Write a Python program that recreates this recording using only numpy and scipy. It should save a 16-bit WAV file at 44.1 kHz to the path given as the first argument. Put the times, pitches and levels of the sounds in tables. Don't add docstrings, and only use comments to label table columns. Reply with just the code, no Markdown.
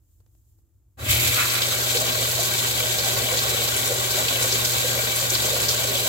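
import sys
import numpy as np
from scipy import signal
from scipy.fft import rfft, irfft, next_fast_len
from scipy.io import wavfile

SR = 44100
rng = np.random.default_rng(int(sys.argv[2]) if len(sys.argv) > 2 else 0)


def file_out(sig):
    cols = np.atleast_2d(sig).T
    lim = np.clip(cols, -1, 1)
    pcm = np.round(lim * 32767).astype(np.int16)
    wavfile.write(sys.argv[1], SR, pcm)


N = 268128


def from_db(db):
    return 10 ** (np.asarray(db) / 20)


def rms_one(x):
    return x / np.sqrt(np.mean(x ** 2) + 1e-20)


def at_hz(points, hz):
    knots_hz, values = np.transpose(points)
    return np.interp(np.log(hz + 1e-9), np.log(knots_hz), values)


def panned(pan_db):
    return from_db(np.array([[.5], [-.5]]) * pan_db)


def coloured(x, spectrum, pan=None):
    size = next_fast_len(x.shape[-1] + 2048)
    hz = np.fft.rfftfreq(size, 1 / SR)
    gain = from_db(at_hz(spectrum, hz))
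    if pan is not None:
        gain = gain * panned(at_hz(pan, hz))
    return irfft(rfft(x, size) * gain, size)[..., :x.shape[-1]]


def drift(rate_hz):
    r = np.exp(-40 * np.pi * rate_hz / SR)
    noise = rng.standard_normal(N // 20 + 2002)
    slow = signal.lfilter([1], [1, -2 * r, r * r], noise)[2000:]
    return np.interp(np.arange(N) / 20, np.arange(len(slow)), rms_one(slow))


def stereo_noise(side_db):
    mid, side = rng.standard_normal((2, N))
    return mid + from_db(side_db) * side * [[1], [-1]]


def add(out, s, sound):
    start = int(np.clip(s * SR, 0, N - 1))
    out[:, start:start + sound.shape[-1]] += sound[..., :N - start]


def ramp(start_s, length_s):
    return np.clip((np.arange(N) / SR - start_s) / length_s, 0, 1)


def swells(rows, attack_db_per_s, release_db_per_s):
    t = np.arange(N) / SR
    levels_db = []
    for full_s, held_s, level_db in rows:
        attack_db = attack_db_per_s * np.maximum(full_s - t, 0)
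        release_db = release_db_per_s * np.maximum(t - full_s - held_s, 0)
        levels_db.append(level_db - attack_db - release_db)
    return from_db(np.maximum(np.max(levels_db, axis=0), -200))


def surge(peak_s, db, rise_s, settle_s):
    return db * (ramp(peak_s - rise_s, rise_s) - ramp(peak_s, settle_s))


def impacts(per_s, spread_db, largest):
    sizes = from_db(spread_db * np.minimum(rng.exponential(1, (2, N)), largest))
    signs = rng.choice([-1, 1], (2, N))
    landed = rng.random((2, N)) < per_s / SR
    return rms_one(sizes * signs * landed)


def drum_echoes(x, t60_s, wet_db):
    t = np.arange(SR // 8) / SR
    tail = rng.standard_normal((2, len(t))) * from_db(-60 * t / t60_s)
    tail /= np.sqrt(np.sum(tail ** 2, axis=1, keepdims=True))
    mono = x[:1] + x[1:]
    return x + from_db(wet_db) * signal.oaconvolve(mono, tail, axes=1)[:, :N]


def bursts(events, spectrum, t60_s, crack_t60_s, crack_db):
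    ragged_db = 5
    out, t = np.zeros((2, N)), np.arange(SR // 8) / SR
    shape = from_db(-60 * t / t60_s) + from_db(crack_db - 60 * t / crack_t60_s)
    knots_s = t[::64]
    for start_s, level_db, centre_hz in events:
        ragged = from_db(ragged_db * np.interp(t, knots_s, rng.uniform(-1, 1, len(knots_s))))
        noise = rng.standard_normal((2, len(t))) * shape * ragged
        burst = coloured(noise, np.array(spectrum) * [centre_hz, 1])
        add(out, start_s, from_db(level_db) * burst / np.abs(burst.mean(0)).max())
    return out


def quiet_room():
    # hz, gain_db
    room_colour = [(20, -30), (32, -27), (42, -14), (56, 1), (66, -5), (80, -1), (110, -4.5), (135, -16),
                   (184, -28), (280, -26.5), (330, -20), (380, -33), (600, -39.5), (2000, -47)]
    # hz, gain_db
    hiss_colour = [(1760, -38), (3000, -16), (4470, -14), (5920, -10), (7350, -1.5), (8950, -10),
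                   (15100, -1), (16000, -16)]
    # full_from_s, held_s, level_db (before trim)
    hiss_swells = [(0.11, 0.03, -71), (0.35, 0.04, -71.5), (0.48, 0.046, -73)]
    # start_s, peak_db (before trim), centre_hz
    ticks = [(0.203, -54, 850), (0.264, -51, 750), (0.351, -55, 700), (0.588, -61, 950)]
    # multiple_of_centre, gain_db
    tick_colour = [(.2, 1), (.5, 5), (1.2, -8), (2.2, -22), (4.5, -18), (10, -19), (20, -28)]
    room_db, hiss_db, fade_db_per_s = -59, -77.5, 130

    low_noise = signal.lfilter([1], [1, -.8], stereo_noise(side_db=-10.5))
    rumble = from_db(room_db) * rms_one(coloured(low_noise, room_colour))
    level = from_db(hiss_db + 1.2 * drift(15))
    level = level + from_db(-3.5) * swells(hiss_swells, fade_db_per_s, fade_db_per_s)
    hiss = level * rms_one(coloured(stereo_noise(side_db=0.5), hiss_colour))
    ticking = bursts(ticks, tick_colour, t60_s=0.049, crack_t60_s=.006, crack_db=3)
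    return rumble + hiss + from_db(-2.5) * ticking


def valve(level_db):
    # multiple_of_hum_rate, relative_db, left_right_db
    partials = [(1, 1.5, 6.5), (2, -17.5, 6), (3, -10.5, 0.5), (4, -35, 0)]
    hum_hz = 120
    phase = 2 * np.pi * hum_hz * np.arange(N) / SR + .08 * drift(8)
    tone = 0
    for multiple, db, pan_db in partials:
        tone = tone + from_db(db) * panned(pan_db) * np.sin(round(multiple) * phase)
    return np.sqrt(2) * tone * from_db(level_db)


def tub(level_db, wander_rad, rumble_db):
    # hz, gain_db
    rumble_colour = [(20, -48), (40, -44), (52, -24), (62, -20), (72, 6.5), (90, 4), (103, 14.5), (130, -3),
                     (170, -12.5), (300, -7.5), (800, -86)]
    tub_hz = 72.9
    phase = 2 * np.pi * tub_hz * np.arange(N) / SR + wander_rad * drift(6.8)
    boom = np.sqrt(2) * np.sin(phase)
    rumble = rms_one(coloured(stereo_noise(side_db=-25), rumble_colour))
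    return from_db(level_db) * rms_one(boom + from_db(rumble_db) * rumble)


def sweep():
    # full_from_s, held_s, level_db
    wall_passes = [(1.09, 0.045, -25.5), (1.15, 0.17, -28), (1.38, 0.033, -28.5), (1.49, 0.05, -32),
                   (1.565, 0.018, -31.5)]
    # full_from_s, held_s, level_db
    load_passes = [(0.992, 0.004, -44), (1.38, 0.05, -27.5), (1.555, 0.022, -33.5), (1.725, 0.015, -34)]
    # hz, gain_db
    wall_colour = [(100, -14.5), (200, -8), (300, 1), (450, -12), (900, -8), (1800, -8), (2200, 6.5),
                   (2700, -2), (3300, -3), (4100, -6), (5200, -11), (8000, -15)]
    # hz, gain_db
    load_colour = [(300, -20), (700, -4), (1100, 5), (1600, 5.5), (2400, 1), (3500, -11), (8000, -14)]
    attack_db_per_s, release_db_per_s = 380, 170

    wall = swells(wall_passes, attack_db_per_s, release_db_per_s)
    load = swells(load_passes, attack_db_per_s, release_db_per_s)
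    drops = impacts(per_s=5000, spread_db=3, largest=2.8)
    splash = drum_echoes(drops, t60_s=0.061, wet_db=-2.0)
    return wall * rms_one(coloured(splash, wall_colour)) + load * rms_one(coloured(splash, load_colour))


def flow():
    full_s, rise_db_per_s = 1.11, 185
    surge_db, surge_s = 4.5, 0.026
    falter_s, falter_length_s, falter_db = 1.603, 0.007, 6
    t = np.arange(N) / SR
    climb = rise_db_per_s * np.clip(t - full_s, -1, 0)
    overshoot = surge_db * np.exp(-np.abs(t - full_s) / surge_s)
    falter = falter_db * np.exp(-((t - falter_s) / falter_length_s) ** 2)
    return climb + overshoot - falter


def bubbles(per_s, low_hz, high_hz, cycles, range_db, size):
    out, t = np.zeros((2, N)), np.arange(size) / SR
    total = int(np.clip(per_s, 1, 2000) * N / SR)
    for when, pitch, strength, side in rng.random((total, 4)):
        hz = low_hz * (high_hz / low_hz) ** pitch
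        decay = from_db(-60 * t * hz / cycles)
        ring = np.sin(2 * np.pi * hz * t * (1 + t)) * decay
        add(out, when * N / SR, ring * from_db(range_db * strength ** 2) * panned(10 * (side - .5)))
    return rms_one(out)


def spray(clumps, sizzle_db, jets, clump_db, mist_db, foam_db, patchy_db):
    # hz, gain_db
    hiss_colour = [(170, -28), (300, -14), (500, -6), (900, -23.5), (1800, -8), (3000, -6.5), (4300, 1.5),
                   (5600, -3.5), (7000, 0.5), (7700, 2.5), (8800, -9), (10600, -7.5), (12900, -3),
                   (15500, -8.5)]
    # hz, left_right_db
    hiss_pan = [(170, -5), (500, 0), (1800, 0), (3000, 8), (4300, 2), (5600, 0), (7300, -4.5), (8500, 8.5),
                (10400, 0), (13000, -0.5), (15500, 0.5)]
    drops = 0
    for _ in range(jets):
        jet = impacts(per_s=650, spread_db=3.5, largest=3.5) * from_db(clump_db * drift(44))
        drops = drops + drum_echoes(jet, t60_s=0.063, wet_db=-3)
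    mist = from_db(mist_db) * rng.standard_normal((2, N))
    foam = bubbles(per_s=400, low_hz=2966, high_hz=12760, cycles=59, range_db=7.5, size=512)
    rest = rms_one(drops) + mist + from_db(foam_db) * foam
    hiss = 0
    for edge_hz in (3200, 5400, 8800):
        low_pass = signal.butter(3, edge_hz, fs=SR, output="sos")
        band = signal.sosfiltfilt(low_pass, rest)
        hiss = hiss + band * from_db(patchy_db * drift(24))
        rest = rest - band
    hiss = hiss + rest * from_db(sizzle_db + 0.63 * drift(33))
    return rms_one(coloured(hiss * clumps, hiss_colour, hiss_pan))


def drum(clumps, steel_db, floor_db, pool_db, flicker_db, flicker_hz):
    # centre_hz, width_hz (before Q limit), relative_db, left_right_db, left_lead_rad
    resonances = [(169, 124, -47.5, -5, 0.5), (260.4, 35, -47.5, -1, 1.1), (389.4, 99, -46.5, -12, -0.1),
                  (486.5, 35, -44.5, 0, -0.4), (548.5, 109, -40.5, -0.5, 0.9), (621, 36, -40.5, -0.5, -1.4),
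                  (669, 25, -46.5, -8, -2), (768.6, 42, -47, -11, 2), (781, 104, -49, 18, -2.5),
                  (894, 300, -44, 4.5, -2), (964, 93, -50, -9, 2), (1107, 137, -45.5, 14.5, -1.5),
                  (1175, 51, -49, -5, 4), (1315, 142, -42, 4, 3.5), (1453, 127, -46, -8, 1),
                  (1541, 85, -45.5, 7.5, -1.2), (1603, 24, -53.5, 24.5, 2), (1825, 210, -43.5, -6, -3.0),
                  (1978, 170, -42, 4, -1.82), (2288, 184, -40, 10, -1.4), (2443, 72, -47, 4, -2.5),
                  (2566, 13, -45.5, -11.5, 2.5), (2720, 103, -65, 2, 4), (3063, 700, -33.5, 1.5, -2),
                  (3396, 44, -41, 10, 4), (3666, 27, -37, -1, -1.83), (3914, 76, -41, -8, 0.55)]
    sharpest_q = 45
    out = np.zeros((2, N))
    blows = impacts(per_s=2600, spread_db=3.5, largest=3.4)[0] * clumps
    drives = [from_db(np.minimum(db, 3.5)) for db in (pool_db, floor_db, steel_db)]
    for hz, width_hz, db, pan_db, lead_rad in resonances:
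        drive = drives[int(hz > 850) + int(hz > 2100)]
        struck = blows * rng.uniform(-0.99, 1, N) * from_db(flicker_db * drift(flicker_hz))
        pole = np.exp((-np.pi * max(width_hz, hz / sharpest_q) + 2j * np.pi * hz) / SR)
        wave = signal.lfilter([1], [1, -2 * pole, pole ** 2], struck + 1e-18)
        wave *= from_db(db) * drive / np.std(wave.real)
        ears = panned(pan_db) * np.exp(np.array([[.5j], [-.5j]]) * lead_rad)
        out += (wave * ears).real
    return out


def splats():
    # start_s, peak_db (before trim), centre_hz
    slaps = [(1.4983, -12, 4420), (1.552, -16, 3580), (1.6192, -12, 3640), (1.908, -20, 7060),
             (1.971, -13, 4040), (2.0843, -16, 3550), (2.2895, -16, 7350), (2.986, -14, 3930),
             (3.3842, -15, 4020), (3.6777, -16, 4100), (3.765, -14, 7900), (3.8757, -14, 7300),
             (4.2827, -12.5, 3080), (4.4244, -16.5, 7400), (4.5226, -11, 4860), (4.649, -10.5, 4540),
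             (5.1597, -16, 8350), (5.3005, -13, 6200), (5.3506, -13, 3970), (5.6174, -15, 7250),
             (5.684, -8, 4600)]
    # multiple_of_centre, gain_db
    slap_colour = [(.1, -18), (.4, -25), (.75, 0), (1, 8.5), (1.4, 5), (2.2, -21), (4, -15)]
    return from_db(-2.5) * bursts(slaps, slap_colour, t60_s=0.1, crack_t60_s=0.0054, crack_db=-10)


def gulps(cycles, rise_per_s, scatter, spread_s, count):
    # start_s, level_db (before trim), pitch_hz
    pockets = [(1.948, -18.5, 472), (2.015, -18.5, 620), (2.178, -22.5, 482), (2.389, -20.5, 665),
               (2.984, -22, 516), (3.32, -19, 515), (3.589, -22, 470), (3.894, -22, 545), (3.904, -13, 532),
               (4.175, -18.5, 610), (4.443, -18.5, 518), (4.524, -21, 388), (4.844, -17, 493),
               (4.991, -19, 605), (5.531, -18.5, 544), (6.055, -18.5, 627)]
    out, t = np.zeros((2, N)), np.arange(SR // 8) / SR
    swell = 1 - np.exp(-t / 0.0015)
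    for start_s, level_db, pitch_hz in pockets:
        for k, (detune, wait, side) in enumerate(rng.uniform(-1, 1, (count, 3))):
            hz = pitch_hz * (1 + scatter * detune * (k > 0))
            decay = from_db(-60 * t * hz / cycles)
            ring = np.sin(2 * np.pi * hz * t * (1 + rise_per_s * t)) * decay * swell
            gain = from_db(level_db - 4.8 * k) * panned(2 * side - 2)
            add(out, start_s + k * spread_s * abs(wait), gain * ring)
    return from_db(-2.5) * out


def scene():
    # time_s, relative_db
    churn = [(1.0, -3.5), (1.6, -3.5), (2.03, 1.5), (2.6, -3), (3.05, 0.5), (3.7, -0.5), (3.92, 1),
             (4.1, 0.5), (4.5, 0.5), (4.7, -1), (4.95, 1.5), (5.2, -0.5), (6.08, 0)]
    open_s, opening_s, machine_rise_s = 0.97, 0.029, 0.039
    landing_s, landing_length_s, soaking_s = 1.35, 0.037, 0.23
    sizzle_base_db, bare_sizzle_db, bare_ring_db, unhit_floor_db = 2, 3.0, 1.5, -4
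    spray_db, bubbles_db, boom_base_db, hum_base_db = -23, -42, -43, -39

    flow_db = flow()
    bare, landed = 1 - ramp(landing_s, soaking_s), ramp(landing_s, landing_length_s)
    churn_s, churn_points_db = np.transpose(churn)
    churn_db = np.interp(np.arange(N) / SR, churn_s, churn_points_db)

    boom_db = boom_base_db + surge(peak_s=1.104, db=16.6, rise_s=0.21, settle_s=0.29) + 1.0 * drift(8)
    hum_db = hum_base_db + surge(peak_s=1.18, db=5.6, rise_s=0.09, settle_s=0.18)
    hum_db = hum_db + 0.25 * flow_db + 0.7 * drift(7.2)
    machine = valve(hum_db) + tub(boom_db, wander_rad=0.96, rumble_db=4.0)

    steel_db = flow_db + bare_ring_db * bare + 1.0 * drift(4.6)
    pool_db = 0.26 * flow_db + churn_db + 0.92 * drift(9.3)
    floor_db = 0.35 * flow_db + unhit_floor_db * (1 - landed)
    floor_db = floor_db + 0.36 * (1 - bare) * pool_db + 0.9 * drift(10.5)
    sizzle_db = sizzle_base_db + bare_sizzle_db * bare
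    clumps = from_db(0.65 * drift(26) + .5 * drift(160))

    water = sweep()
    hiss = spray(clumps, sizzle_db, jets=5, clump_db=3.0, mist_db=-1.5, foam_db=-14, patchy_db=1.35)
    water += from_db(spray_db + flow_db) * hiss
    ringing = drum(clumps, steel_db, floor_db, pool_db, flicker_db=1.5, flicker_hz=13.3)
    water += from_db(-0.78) * ringing
    pool = bubbles(per_s=70, low_hz=367.6, high_hz=699, cycles=73, range_db=14, size=4096)
    water += from_db(bubbles_db + pool_db) * pool
    water += splats()
    water += gulps(cycles=39, rise_per_s=0.53, scatter=0.11, spread_s=.012, count=3)
    return quiet_room() + ramp(open_s, machine_rise_s) * machine + ramp(open_s, opening_s) * water


def record(dry):
    cutoff_hz = 15900
    return signal.sosfilt(signal.ellip(12, .1, 80, cutoff_hz, fs=SR, output="sos"), dry)


dry = scene()
out = record(dry)
file_out(out)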